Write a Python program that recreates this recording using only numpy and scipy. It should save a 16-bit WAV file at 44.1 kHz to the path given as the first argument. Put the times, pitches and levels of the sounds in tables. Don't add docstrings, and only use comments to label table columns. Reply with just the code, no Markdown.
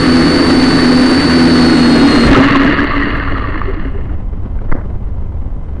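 import sys
import numpy as np
from scipy import signal
from scipy.fft import rfft, irfft
from scipy.io import wavfile
from scipy.ndimage import uniform_filter1d

SR = 44100
rng = np.random.default_rng(int(sys.argv[2]) if len(sys.argv) > 2 else 0)


def wav_record(signal):
    frames = np.transpose(np.atleast_2d(signal))
    bounded = np.clip(frames, -1, 1)
    quanta = np.round(bounded * 32767).astype(np.int16)
    wavfile.write(sys.argv[1], SR, quanta)


N = 255780

# t/s, tooth rate f/Hz
TOOTH_RATE = [(0.0, 4455), (0.16, 4494), (0.21, 4452), (0.43, 4533), (0.62, 4492), (0.75, 4510),
              (0.82, 4488), (1.08, 4530), (1.16, 4524), (1.21, 4492), (1.37, 4500), (1.58, 4455),
              (1.64, 4425), (1.99, 4318), (2.07, 4320), (2.14, 4256), (2.22, 4292), (2.27, 4250)]
WHEEL_TEETH = 54
# t/s, lead/turns
LEAD = [(0.0, .82), (.33, 1.16), (.6, 1.27), (.8, 1.56), (1.0, 1.67), (1.21, 1.84), (1.4, 1.97),
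        (1.8, 1.99), (2.05, 1.94), (2.14, 1.83), (2.3, 1.46)]
POWER_CUT_S, COAST_S, FRICTION_TURNS_PER_S = 2.27, 1.15, 11
# multiple of wheel turn rate, level/dB
ROTOR_ORDERS = [(1, -25), (2, -21.5), (3, -12), (4, -18), (5, -27), (6, -26), (9, -35)]
SECOND_ROTOR_DB, SECOND_WHINE_DB = -5, -17
SLACK_WHINE_DB = 18
# multiple of wheel turn rate, level re whine/dB
GEAR_ORDERS = [(18, -13.5), (24, -19), (48, -20.5), (51, -22), (52, -18.5)]
# multiple of wheel turn rate, level re whine/dB
BLURRED_ORDERS = [(60, -17.5), (105, -17), (111, -19.5)]
WHINE_DB, GEAR_GAIN_DB, RIPPLE_DB = -23, 5.5, -38
# t/s, share (0-1)
SLACK = [(1.8, 0.12), (2.1, 0.33), (2.26, 0.3), (2.33, 0.89)]
# level under load/dB, level slack at full speed/dB, slope/(dB per dB of speed)
KNOCKING = [(-11, 3, 2.5), (-22, -6, 1.64), (-33, -15, 1.94), (-28, -19.5, 2.5), (-35, -15.5, 0.93)]
# f/Hz, width/Hz, relative level/dB
ARM_MODES = [(128, 86, -10), (280.5, 18.3, 7), (228, 55, -12.5), (315.3, 38, -6), (380, 136, -7.5),
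             (627, 165, -15.5)]
# f/Hz, width/Hz, relative level/dB
SHELL_MODES = [(840, 340, -11.5), (1162, 208, 8), (1495, 316, 3.5), (1783, 225, 8), (2153, 143, 0)]
# f/Hz, width/Hz, relative level/dB
HOUSING_MODES = [(2727, 340, -4), (2845, 166, 0)]
# f/Hz, width/Hz, relative level/dB
THIN_SHELL_MODES = [(3560, 290, -3.5), (3880, 480, -3), (4520, 360, -2.5)]
KNOCKS_PER_S, SHELL_TOP_HZ, SLACK_LURCH_DB = 2400, 4900, 4
FIRST_STOP_S, FIRST_STOP_DB = 3.9, -4.5
STOP_S, STOP_FADE_S = 4.26, 0.11
# t/s, level/dB, multiple of wheel turn rate
BITES = [(2.3538, -6, 18), (2.4039, -14, 20.4), (2.4773, -4.5, 18), (2.5485, -1.5, 18), (2.671, -9, 31.3),
         (2.7207, -15, 36), (2.7843, -8, 36), (2.9342, -8.5, 30), (2.9657, -15, 54), (3.024, -8.5, 54),
         (3.1131, -17, 54), (3.146, -17, 54), (3.205, -15.5, 54), (3.2778, -16.5, 54), (3.352, -13, 54),
         (3.4097, -18, 54), (3.4402, -15, 54)]
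BITE_S = 0.0066
# f/Hz, relative density/dB
PROP_WASH = [(300, -13), (700, -0.5), (1500, 2), (2500, -5), (4000, -13.5), (6000, -15.5), (9000, -17.5),
             (12000, -15.5)]
PROP_WASH_DB, WASH_FADE_S = -18.5, 0.14
# t/s, level/dB, f/Hz
THUMPS = [(2.25, -9.5, 140), (2.3, -6, 130), (3.545, -17, 309), (3.675, -15, 384.4), (3.765, -19.5, 318),
          (3.85, -16, 270), (3.945, -23, 400), (4.09, -22, 301)]
THUMP_S = .012
# t/s, level/dB, f/Hz
TICKS = [(3.556, -9.5, 1120), (3.6157, -2, 1176), (4.094, -23.5, 1410), (4.589, -26, 1500),
         (4.72, -18, 1290), (4.752, -6.5, 330), (4.815, -29, 1500)]
TICK_T60_S = 0.019
# t/s, level/dB
RUMBLE = [(0.0, -21), (2.1, -21), (2.32, -3), (2.47, -16.5), (3.1, -14.5), (3.3, -12), (3.8, -13.5),
          (4.2, -14), (4.8, -14), (5.8, -15.5)]
# f/Hz, relative density/dB
RUMBLE_COLOUR = [(8, -4), (16, 2.5), (30, -5), (45, -6.5), (75, -8), (105, -11.5), (135, -22), (190, -22),
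                 (330, -30.5), (600, -37.5), (1000, -43), (1250, -47), (2150, -57.5), (3000, -63.5),
                 (6000, -77), (9000, -100)]
# t/s, signed height, length/s
PRESSURE_SWINGS = [(2.303, .8, .010), (2.312, -.8, .008), (4.683, .35, .022), (4.711, -1.0, .032),
                   (4.738, 1.15, .022), (4.752, .35, .01)]
SWELL_TOP = 2.4
# t/s, level/dB, length/s
BRUSH = [(4.689, -29.5, 0.0082), (4.716, -11.5, 0.01), (4.751, -26.5, 0.093)]
# f/Hz, relative density/dB
BRUSH_COLOUR = [(150, 10.5), (400, 11), (1000, 3.5), (2000, -0.5), (2600, -34.5), (4500, -30), (7000, -43)]
BRUSH_RISE_DB_PER_S, BRUSH_SAG_DB_PER_S, BRUSH_FALL_DB_PER_S = 1500, 90, 1200
# f/Hz, level/dB
HUM = [(1023, -53.5), (2051, -61.5), (3074, -68.5)]
HISS_DB = -61
DRIVE_DB, OFFSET, CLIP_LEVEL, CLIP_KNEE = -0.5, -0.0019, .71, 8
SMOOTH_HZ, SAMPLER_HZ, CUTOFF_HZ = 4380, 10700, 12365


def from_db(db):
    return 10 ** (np.asarray(db) / 20)


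def rms_one(x):
    return x / np.sqrt(np.mean(x ** 2) + 1e-20)


def in_time(rows):
    s, *columns = np.transpose(rows)
    return [np.interp(np.arange(N) / SR, s, c) for c in columns]


def lowpass(x, order, cutoff_hz):
    return signal.sosfilt(signal.butter(order, cutoff_hz, fs=SR, output="sos"), x)


def drift(rate_hz):
    r = np.exp(-40 * np.pi * rate_hz / SR)
    noise = rng.standard_normal(N // 20 + 2002)
    slow = signal.lfilter([1], [1, -2 * r, r * r], noise)[2000:]
    return np.interp(np.arange(N) / 20, np.arange(len(slow)), rms_one(slow))


def coloured(x, spectrum):
    hz = np.maximum(np.arange(N // 2 + 1) * SR / N, 1)
    points = np.array(spectrum)
    level_db = np.interp(np.log(hz), np.log(points[:, 0]), points[:, 1])
    return rms_one(irfft(rfft(x) * from_db(level_db), N))


def resonate(x, modes):
    out = 0
    for k, (hz, width_hz, db) in enumerate(modes):
        r = np.exp(-np.pi * width_hz / SR)
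        fed = x * from_db(db + 0.65 * drift(52))
        zeros = [(1 - r * r) / 2, 0, (r * r - 1) / 2]
        poles = [1, -2 * r * np.cos(2 * np.pi * hz / SR), r * r]
        out = out + (-1) ** k * signal.lfilter(zeros, poles, fed)
    return rms_one(out)


def tone(turns, db, waver_db, wander_rad, lead_turns=0, second_db=-99):
    phase = 2 * np.pi * turns + wander_rad * drift(12) + rng.uniform(0, 2 * np.pi)
    pair = np.sin(phase) + from_db(second_db) * np.sin(phase + 2 * np.pi * lead_turns)
    return np.sqrt(2) * from_db(db + waver_db * drift(4.4)) * pair


def wheel_speed():
    driven = in_time(TOOTH_RATE)[0] / WHEEL_TEETH
    coasted_s = np.maximum(np.arange(N) / SR - POWER_CUT_S, 0)
    coasting = (driven + FRICTION_TURNS_PER_S) * np.exp(-coasted_s / COAST_S) - FRICTION_TURNS_PER_S
    return np.maximum(coasting, 1)


def second_lead():
    return uniform_filter1d(in_time(LEAD)[0], size=SR // 16)


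def power_on(fade_s):
    return np.exp(-np.maximum(np.arange(N) / SR - POWER_CUT_S, 0) / fade_s)


def rotors(turns):
    lead = second_lead()
    orders = sum(tone(k * turns, db, 1.5, 0.12, k * lead, SECOND_ROTOR_DB) for k, db in ROTOR_ORDERS)
    return power_on(0.0088) * orders


def gears(turns):
    flutter = .11 * drift(45)
    second_db = SECOND_WHINE_DB + SLACK_WHINE_DB * in_time(SLACK)[0]
    whine = tone(WHEEL_TEETH * turns + flutter, WHINE_DB, 0.69, 0.36,
                 WHEEL_TEETH * second_lead(), second_db)
    sides = sum(tone(k * turns, WHINE_DB + rel_db, 3.5, 0.75) for k, rel_db in GEAR_ORDERS)
    blurred = sum(tone(k * turns + 0.36 * drift(82), WHINE_DB + rel_db, 0.5, 4.5)
                  for k, rel_db in BLURRED_ORDERS)
    ripple = resonate(np.sin(2 * np.pi * 36 * turns), [(2830, 110, 0)])
    return power_on(0.008) * (from_db(GEAR_GAIN_DB) * (whine + sides + blurred) + from_db(RIPPLE_DB) * ripple)


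def rattle(speed, turns):
    t = np.arange(N) / SR
    slack = np.clip(in_time(SLACK)[0], 0, 1)
    speed_db = 20 * np.log10(speed / speed[0])
    arms_db, shell_db, housing_db, thin_db, upper_arms_db = [
        loaded_db + slack * (slack_db + slope * speed_db - loaded_db)
        for loaded_db, slack_db, slope in KNOCKING]

    bunching_db = 0.53 * np.sin(np.pi * turns) + 1.73 * np.sin(6 * np.pi * turns) + 1.5 * drift(100)
    size_db = bunching_db + 1.9 * np.minimum(rng.exponential(1, N), 4)
    sizes = from_db(size_db) * rng.choice([-1, 1], N)
    knocks = (rng.random(N) < KNOCKS_PER_S / SR) * sizes + 1e-18

    running = np.clip((STOP_S - t) / STOP_FADE_S, 0, 1)
    one_left = from_db(FIRST_STOP_DB * (t > FIRST_STOP_S))
    shell = from_db(shell_db) * resonate(knocks, SHELL_MODES)
    housing = from_db(housing_db) / one_left * resonate(knocks, HOUSING_MODES)
    thin_shell = from_db(thin_db) * resonate(knocks, THIN_SHELL_MODES)
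    dull = lowpass(shell + housing + thin_shell, 8, SHELL_TOP_HZ)

    lurching = knocks * from_db(SLACK_LURCH_DB * slack * drift(25))
    arms = from_db(arms_db) * resonate(lurching, ARM_MODES)
    upper_arms = from_db(upper_arms_db) * lowpass(resonate(lurching, ARM_MODES[3:]), 2, 800)
    return running * one_left * (arms + upper_arms + dull)


def bites(turns):
    out, t = np.zeros(N), np.arange(int(.08 * SR)) / SR
    shape = t / BITE_S * np.exp(1 - t / BITE_S) * np.exp(-(t / (3 * BITE_S)) ** 2)
    for s, db, multiple in BITES:
        at = round(s * SR)
        turned = turns[at:at + len(t)] - turns[at]
        out[at:at + len(t)] += from_db(db) * shape * np.sin(2 * np.pi * multiple * turned)
    return out * from_db(2.5 * drift(120))


def prop_wash(turns):
    throb = 1 + 0.36 * np.sin(4 * np.pi * turns) + 0.096 * np.sin(2 * np.pi * turns)
    level = from_db(PROP_WASH_DB + 1.5 * drift(60))
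    return power_on(WASH_FADE_S) * level * throb * coloured(rng.standard_normal(N), PROP_WASH)


def thumps():
    out, t = np.zeros(N), np.arange(int(.1 * SR)) / SR
    swell = t / THUMP_S * np.exp(1 - t / THUMP_S)
    for s, db, hz in THUMPS:
        at = round(s * SR)
        out[at:at + len(t)] += from_db(db) * swell * np.sin(2 * np.pi * hz * t)
    return out


def ticks():
    out, t = np.zeros(N), np.arange(int(.06 * SR)) / SR
    onset = 1 - np.exp(-t / .0005)
    for s, db, hz in TICKS:
        upper = .8 * np.sin(2 * np.pi * 1.45 * hz * t) * np.exp(-t / .002)
        ring = np.sin(2 * np.pi * hz * t) + upper
        at = round(s * SR)
        out[at:at + len(t)] += from_db(db - 60 * t / TICK_T60_S) * onset * ring
    return out


def wind_and_jolt():
    t = np.arange(N) / SR
    rumble = coloured(rng.standard_normal(N), RUMBLE_COLOUR)
    swell = signal.sosfiltfilt(signal.butter(2, 150, fs=SR, output="sos"), rumble)
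    lumps = SWELL_TOP * np.tanh(swell * from_db(0.5 * drift(8)) / SWELL_TOP)
    hiss = (rumble - swell) * from_db(2.4 * drift(52))
    swings = sum(height * np.exp(-(2.5 * (t - s) / length_s) ** 2)
                 for s, height, length_s in PRESSURE_SWINGS)
    calm = 1 - .7 * np.exp(-((t - PRESSURE_SWINGS[3][0] - .015) / .04) ** 2)
    return from_db(in_time(RUMBLE)[0]) * (calm * lumps + hiss) + swings


def brush():
    t = np.arange(N) / SR
    strokes = 0
    for s, db, length_s in BRUSH:
        rise_db = BRUSH_RISE_DB_PER_S * np.maximum(s - t, 0)
        sag_db = BRUSH_SAG_DB_PER_S * np.maximum(t - s, 0)
        fall_db = BRUSH_FALL_DB_PER_S * np.maximum(t - s - length_s, 0)
        strokes = strokes + from_db(db - rise_db - sag_db - fall_db)
    scratches = rng.standard_normal(N) * from_db(3.8 * drift(154))
    return strokes * coloured(scratches, BRUSH_COLOUR)


def electronics():
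    t = np.arange(N) / SR
    hiss = from_db(HISS_DB) * rng.standard_normal(N)
    return hiss + sum(tone(hz * t, db, waver_db=0.5, wander_rad=2.5) for hz, db in HUM)


def scene():
    speed = wheel_speed()
    turns = np.cumsum(speed) / SR
    craft = rotors(turns) + gears(turns) + rattle(speed, turns) + bites(turns) + prop_wash(turns)
    return (craft + thumps() + ticks() + wind_and_jolt() + brush() + electronics())[None]


def record(dry):
    drive = (from_db(DRIVE_DB) * dry + OFFSET) / CLIP_LEVEL
    clipped = CLIP_LEVEL * drive / (1 + drive ** CLIP_KNEE) ** (1 / CLIP_KNEE)
    keep = np.exp(-2 * np.pi * SMOOTH_HZ / SR)
    rounded = signal.lfilter([1 - keep], [1, -keep], clipped)
    sampled = lowpass(rounded, 6, SAMPLER_HZ)
    return signal.sosfilt(signal.cheby2(6, 24, CUTOFF_HZ, fs=SR, output="sos"), sampled)


dry = scene()
out = record(dry)
wav_record(out)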